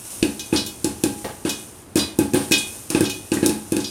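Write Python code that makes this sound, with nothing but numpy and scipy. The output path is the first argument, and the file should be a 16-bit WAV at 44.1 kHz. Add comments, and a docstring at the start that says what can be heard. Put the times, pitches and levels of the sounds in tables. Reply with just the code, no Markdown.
"""Popcorn pops in a covered steel pot on a kitchen stove, close to a nearly mono microphone.
Each pop is a noise crack, a thump of ringing air under the lid, pot modes, a boom and a steam puff.
Flying kernels ring the lid as damped sines with a noise clack, or knock dully on the pot wall.
Shaped noise sizzles throughout over the stove's low rush; a decaying noise echo is the small kitchen."""
import sys
import numpy as np
from scipy import signal
from scipy.fft import rfft, irfft, next_fast_len
from scipy.io import wavfile
from scipy.ndimage import map_coordinates

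SR = 44100
rng = np.random.default_rng(int(sys.argv[2]) if len(sys.argv) > 2 else 0)


def generate_wav(sig):
    """Save sig (samples, or channels by samples) to the path in sys.argv[1] as 16-bit PCM at SR."""
    pcm = np.round(np.clip(np.atleast_2d(sig).T, -1, 1) * 32767).astype(np.int16)
    wavfile.write(sys.argv[1], SR, pcm)


N = 171990
AGE = np.arange(int(0.8 * SR)) / SR  # time since an event's onset, s


def amp(db):
    """Decibels to gain."""
    return 10 ** (np.asarray(db) / 20)


def unit(x):
    """Scale to rms 1."""
    return x / np.sqrt(np.mean(x ** 2) + 1e-20)


def along(points, hz):
    """Interpolate (f/Hz, value) points on a log frequency axis."""
    f, value = np.transpose(points)
    return np.interp(np.log(hz + 1), np.log(f + 1), value)


def fade(t60_s):
    """Exponential decay, -60 dB at t60_s."""
    return amp(-60 * AGE / max(t60_s, 1e-4))


def rise(time_constant_s):
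    """Soft exponential onset."""
    return 1 - np.exp(-AGE / max(time_constant_s, 1e-5))


def noise(colour_db, size=len(AGE)):
    """Noise of rms 1; colour_db maps f/Hz to relative level/dB."""
    spectrum = rfft(rng.standard_normal(size))
    gain = amp(colour_db(np.fft.rfftfreq(size, 1 / SR)))
    return unit(irfft(spectrum * gain, size))


def wobble(knots_per_s):
    """Smooth random curve: spline through normal random knots."""
    knots = rng.standard_normal(N // 8)
    return map_coordinates(knots, [np.arange(N) * knots_per_s / SR], mode="wrap")


def ring(modes, scatter_db):
    """Sum of damped modes, each with a random phase and level scatter."""
    total = 0
    for hz, db, t60_s in modes:
        level = amp(db + scatter_db * rng.standard_normal())
        total = total + level * fade(t60_s) * np.sin(2 * np.pi * (hz * AGE + rng.random()))
    return total


def add(track, s, sound):
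    """Mix a sound in at time s."""
    part = track[max(round(s * SR), 0):][:len(sound)]
    part += sound[:len(part)]


# Bursting kernels: t/s, thump level/dB, crack level/dB, crack tilt/(dB/octave), steam level/dB
POP_EVENTS = [(0.2273, -1, -5.5, -7, -28.5), (0.5268, -1, -24, -12, -21), (0.8439, -4.5, -9, 3.5, -28.5),
              (1.0368, -1.5, -7, 3.5, -27.5), (1.4501, -5.5, -22.5, -2, -23), (1.9565, -0.5, -11.5, 6, -19),
              (2.1876, 1.5, -11, 9.5, -26), (2.335, -4, -18, 6, -24.5), (2.3429, 0.5, -13.5, 14, -20.5),
              (2.5108, -4, -16, 5, -24.5), (2.902, -13.5, -11, 5, -25), (2.948, -2, -12.5, -7.5, -23),
              (3.0065, 0.5, -12.5, 8, -25), (3.3176, -2.5, -14.5, -3.5, -24), (3.3683, -10, -37, -2, -33),
              (3.4280, -1, -13.5, -11, -24.5), (3.4608, -3, -3.5, 7, -34), (3.4938, -5.5, -14, 2, -30),
              (3.7205, -3.5, -15.5, 8, -30), (3.766, -5.5, -15, 3, -30)]


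def pops():
    """A bursting hull cracks, thumps the air, rings the pot, booms in the room and vents steam."""
    boom_db, pot_db = -30, -33
    out = np.zeros(N)
    push = thump()
    for s, thump_db, crack_db, tilt_db_per_octave, steam_db in POP_EVENTS:
        body = push + amp(boom_db) * boom() + amp(pot_db) * pot_ring()
        pop = amp(thump_db) * body
        pop = pop + amp(crack_db) * crack(tilt_db_per_octave)
        pop = pop + amp(steam_db) * steam_puff()
        add(out, s, pop)
    return out


# Air resonances under the lid and around the pot: f/Hz, level/dB, t60/s
AIR_MODES = [(80.7, -40, 0.55), (102.65, -29.5, .7), (145, -17.5, 0.054), (201, -27.5, 0.22),
             (214.6, -24, 0.44), (284.6, -32, 0.48), (323.3, -1.4, 0.037), (330, -18, 0.094),
             (375.3, -36, 0.57), (486.4, -36.5, 0.15), (489, -2.5, 0.016)]
# Thump echoes off nearby walls: delay/s, level/dB
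WALL_ECHOES = [(.01164, -10), (.02213, -8.7), (.02514, -11), (.03552, -10.7), (.06503, -15)]


def thump():
    """The swelling kernel gives one push, the enclosed air rings on, nearby walls echo both."""
    push_hz, push_db, push_lag_s = 252.4, -4.5, 0.0029
    push_rise_s, air_rise_s = 0.00034, 0.0058
    t = AGE - push_lag_s
    after = np.maximum(t, 0)
    u = (np.pi * push_hz * t) ** 2
    push = amp(push_db) * (1 - 2 * u) * np.exp(-u) * rise(push_rise_s)  # Ricker pulse
    air = sum(amp(db - 60 * after / t60_s) * np.cos(2 * np.pi * hz * t) for hz, db, t60_s in AIR_MODES)
    direct = push + air * (1 - np.exp(-after / air_rise_s))
    echoes = sum(amp(db) * np.interp(AGE - s, AGE, direct, left=0) for s, db in WALL_ECHOES)
    return direct + echoes


# Hull crack spectrum before tilt: f/Hz, relative level/dB
CRACK_COLOUR = [(300, 3.5), (1000, -52), (2150, -7.5), (2600, 14), (3100, 2.5), (3700, 7.5), (7000, 7.5),
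                (9700, 8), (12500, -3.5), (15500, -15)]


def crack(tilt_db_per_octave):
    """The hull tears: a short noise burst, tilted above 1 kHz, with a weaker scattered tail."""
    rise_s, t60_s, scatter_db, scatter_t60_s = 0.0008, 0.011, -15.5, 0.11

    def colour_db(hz):
        octaves = np.log2(np.maximum(hz, 1000) / 1000)
        return along(CRACK_COLOUR, hz) + tilt_db_per_octave * octaves

    decay = fade(t60_s) + amp(scatter_db) * fade(scatter_t60_s)
    return noise(colour_db) * rise(rise_s) * decay


# Pot body modes: f/Hz, relative level/dB, t60/s
POT_MODES = [(826, -6, 0.5), (853, -5.5, 0.39), (1558, -3.5, 0.25), (1590, -4.5, 0.33), (1672, 1, 0.076),
             (2516, -0.5, 0.19), (2539, 6, 0.039), (3575, -9.5, 0.3)]


def pot_ring():
    """The steel body, shaken by a pop, rings in its damped modes."""
    return ring(POT_MODES, scatter_db=3.0) * rise(0.00029)


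# Room boom spectrum: f/Hz, relative level/dB
BOOM_COLOUR = [(30, -40), (80, 6.5), (320, -2.5), (700, -24.5), (1300, -92)]


def boom():
    """The room answers a pop with slowly rising, decaying low noise."""
    rise_s, t60_s = 0.022, 0.5
    return noise(lambda hz: along(BOOM_COLOUR, hz)) * rise(rise_s) * fade(t60_s)


# Steam puff spectrum: f/Hz, relative level/dB
STEAM_COLOUR = [(600, 13), (2000, 4), (3500, 5), (7200, -2), (9300, 11), (11500, -8), (14000, -5.5),
                (16000, -68)]


def steam_puff():
    """Steam leaves the burst kernel as a soft-edged puff of noise."""
    rise_s, t60_s = 0.0099, 0.31
    return noise(lambda hz: along(STEAM_COLOUR, hz)) * rise(rise_s) * fade(t60_s)


# Lid strikes: t/s, level/dB, brightest f/Hz, width/octaves, favoured mode 1 f/Hz, mode 2 f/Hz, their t60/s
LID_STRIKES = [(0.3937, -26, 5100, 0.81, 6270, 3897, 0.23), (0.5606, -18.5, 4200, 0.48, 4855, 4313, 0.18),
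               (0.571, -22.5, 5000, 0.54, 5585, 3984, 0.37), (0.6624, -26, 8700, 1.06, 9300, 7400, .1),
               (1.4927, -20, 5230, 0.94, 3897, 6400, 0.17), (1.969, -21.5, 7340, 0.79, 7430, 3350, 0.2),
               (1.991, -18.5, 4100, 0.46, 4855, 4040, .34), (2.5185, -10.5, 3700, 1.1, 2510, 5300, 0.12),
               (2.537, -15.5, 3700, .55, 3223, 4370, 0.22), (2.5782, -20.5, 8360, 0.23, 9300, 9450, 0.12),
               (3.040, -28.5, 4970, 0.89, 3350, 5300, 0.26), (3.053, -24.5, 3770, 0.65, 3718, 4320, .16),
               (3.0973, -23.5, 4400, 1.08, 5350, 6300, .18), (3.336, -25.5, 8300, 0.46, 7430, 9600, 0.11),
               (3.37, -30, 1940, 0.13, 1590, 2475, 0.052), (3.8012, -30.5, 5440, 0.55, 3718, 5060, 0.29),
               (3.8422, -24.5, 4560, 0.42, 4855, 5585, 0.29)]
# Main lid modes: f/Hz
LID_MODE_HZ = [1590, 2475, 2515, 2942, 3223, 3350, 3677, 3718, 3897, 3984, 4313, 4855, 5240, 5350, 5585,
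               6270]
# Main lid modes, same order: relative level/dB
LID_MODE_DB = [8, 9, 12, 6.5, 0, 8.5, 8, 1, -2, 1, -3, 3.5, 4, -4, -0.5, 5.5]


def lid_modes():
    """Main modes plus 100 crowded upper modes at random frequencies: f/Hz, level/dB, t60/s."""
    main_t60_s = 0.23
    upper_low_hz, upper_high_hz, upper_db, upper_t60_s, upper_count = 3023, 13210, 0, 0.13, 100
    main = [(hz, db, main_t60_s) for hz, db in zip(LID_MODE_HZ, LID_MODE_DB)]
    upper_hz = upper_low_hz + (upper_high_hz - upper_low_hz) * rng.random(upper_count)
    return main + [(hz, upper_db, upper_t60_s) for hz in upper_hz]


def lid_strikes():
    """Contact sets the brightness, the spot hit favours two modes, the ring blooms as it spreads."""
    favoured_boost_db, rise_s, bloom_s = 7, 0.00073, 0.0022
    clack_db, clack_t60_s, wash_db, wash_t60_s = 1.5, 0.015, -10.5, 0.13
    out = np.zeros(N)
    lid = lid_modes()
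    for s, strike_db, centre_hz, octaves, first_hz, second_hz, favoured_t60_s in LID_STRIKES:

        def contact_db(hz):
            offset = np.log2((hz + 1) / centre_hz) / octaves
            return -10 * np.log10(1 + offset ** 4)

        favoured = [np.argmin([abs(mode[0] - hz) for mode in lid]) for hz in (first_hz, second_hz)]
        modes = []
        for k, (hz, db, t60_s) in enumerate(lid):
            level_db = db + contact_db(hz)
            if k in favoured:
                level_db, t60_s = level_db + favoured_boost_db, favoured_t60_s
            modes.append((hz, level_db, t60_s))
        strength = np.sqrt(sum(amp(db) ** 2 for _, db, _ in modes) / 2)  # nominal initial rms
        tone = ring(modes, scatter_db=0.5) * rise(bloom_s) / strength
        clack_decay = amp(clack_db) * fade(clack_t60_s) + amp(wash_db) * fade(wash_t60_s)
        clack = noise(contact_db) * clack_decay
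        add(out, s, amp(strike_db) * rise(rise_s) * (tone + clack))
    return out


# Dull pot wall knocks: t/s, level/dB
WALL_KNOCKS = [(1.2435, -21.5), (1.287, -29), (2.36, -27.5), (2.9481, -25), (3.369, -36)]
# Knock noise spectrum: f/Hz, relative level/dB
KNOCK_COLOUR = [(100, 1), (550, 1.5), (1100, -7.5), (2500, -14.5), (14000, -29)]


def wall_knocks():
    """A soft popped kernel scrapes the pot side, waking and damping its low modes."""
    grain_db, grain_knots_per_s, bump_t60_s = 2.5, 274, 0.17
    soft_hz, ring_db, damp_t60_s, rise_s = 960, -6, 0.94, 0.0015
    out = np.zeros(N)
    # soft contact weakens modes above soft_hz
    modes = [(hz, db - 10 * np.log10(1 + (hz / soft_hz) ** 6), t60_s) for hz, db, t60_s in POT_MODES]
    for s, knock_db in WALL_KNOCKS:
        grain = unit(amp(grain_db * wobble(grain_knots_per_s)[:len(AGE)]))
        bump = noise(lambda hz: along(KNOCK_COLOUR, hz)) * grain * fade(bump_t60_s)
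        tone = amp(ring_db) * ring(modes, scatter_db=2.0) * fade(damp_t60_s)
        add(out, s, amp(knock_db) * rise(rise_s) * (bump + tone))
    return out


# Escaping steam, before offset_db: t/s, level/dB
HISS_LEVEL = [(0, -35), (.12, -31), (.25, -36.5), (.8, -40.5), (1.2, -36), (1.42, -43), (1.6, -36.5),
              (1.92, -51), (2.3, -42), (2.42, -33), (2.68, -33.5), (2.76, -34), (2.88, -39.5),
              (3.15, -37.5), (3.3, -39.5), (3.9, -39)]
# Sizzle spectrum: f/Hz, relative level/dB
SIZZLE_COLOUR = [(1000, -0.5), (2100, -7.5), (2500, -0.5), (4500, -3), (6000, 4.5), (7600, 4), (9300, 11.5),
                 (11500, 1.5), (14000, 0), (16000, -20)]


def sizzle():
    """Steam and hot oil hiss: noise with a drawn level, slow flutter and fine grain."""
    offset_db, flutter_db, grain_db = -4, 1.0, 2.0
    s, db = np.transpose(HISS_LEVEL)
    level_db = np.interp(np.arange(N) / SR, s, db) + offset_db
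    level_db = level_db + flutter_db * wobble(40) + grain_db * wobble(900)
    return amp(level_db) * noise(lambda hz: along(SIZZLE_COLOUR, hz), size=N)


# Stove and room rush spectrum: f/Hz, relative level/dB
STOVE_COLOUR = [(20, 3), (45, 3), (100, 8.5), (150, -0.5), (330, 1.5), (560, -7), (850, -8.5), (2000, -18),
                (5000, -25), (15000, -64)]


def stove():
    """Steady low rush of the stove and the room."""
    level_db = -43
    return amp(level_db) * noise(lambda hz: along(STOVE_COLOUR, hz), size=N)


# Kitchen decay: f/Hz, t60/s
KITCHEN_T60 = [(200, 0.54), (2000, 0.41), (6000, 0.35), (14000, 0.36)]


def kitchen(x, low_hz):
    """Diffuse small-room echo: noise decaying per frequency, high-passed at low_hz, 5 ms late."""
    hz, t, z = signal.stft(rng.standard_normal(len(AGE)), SR, nperseg=256)
    decay = amp(-60 * t / along(KITCHEN_T60, hz)[:, None])
    tail = signal.istft(z * decay, SR, nperseg=256)[1]
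    tail = signal.sosfilt(signal.butter(1, low_hz, "high", fs=SR, output="sos"), tail)
    delayed = np.pad(tail, (SR // 200, 0))
    return signal.fftconvolve(x, delayed / np.linalg.norm(tail))[:N]


def scene():
    """Pot in the middle, nearly mono; left and right differ only very faintly, mostly low down."""
    echo_db, side_echo_db, side_rush_db = -6, -63.5, -29.5
    pot = pops() + lid_strikes() + wall_knocks() + sizzle()
    mid = pot + amp(echo_db) * kitchen(pot, low_hz=544) + stove()
    side = amp(side_echo_db) * kitchen(pot, low_hz=60) + amp(side_rush_db) * stove()
    return np.array([mid + side, mid - side])


def record(dry):
    """The microphone loses the deep bass and keeps nothing above its band limit."""
    low_hz, top_hz = 45, 16100
    m = next_fast_len(N + SR // 2)
    hz = np.fft.rfftfreq(m, 1 / SR)
    response = hz ** 2 / (hz ** 2 + low_hz ** 2) * (hz < top_hz)
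    return irfft(rfft(dry, m) * response, m)[:, :N]


dry = scene()
out = record(dry)
generate_wav(out)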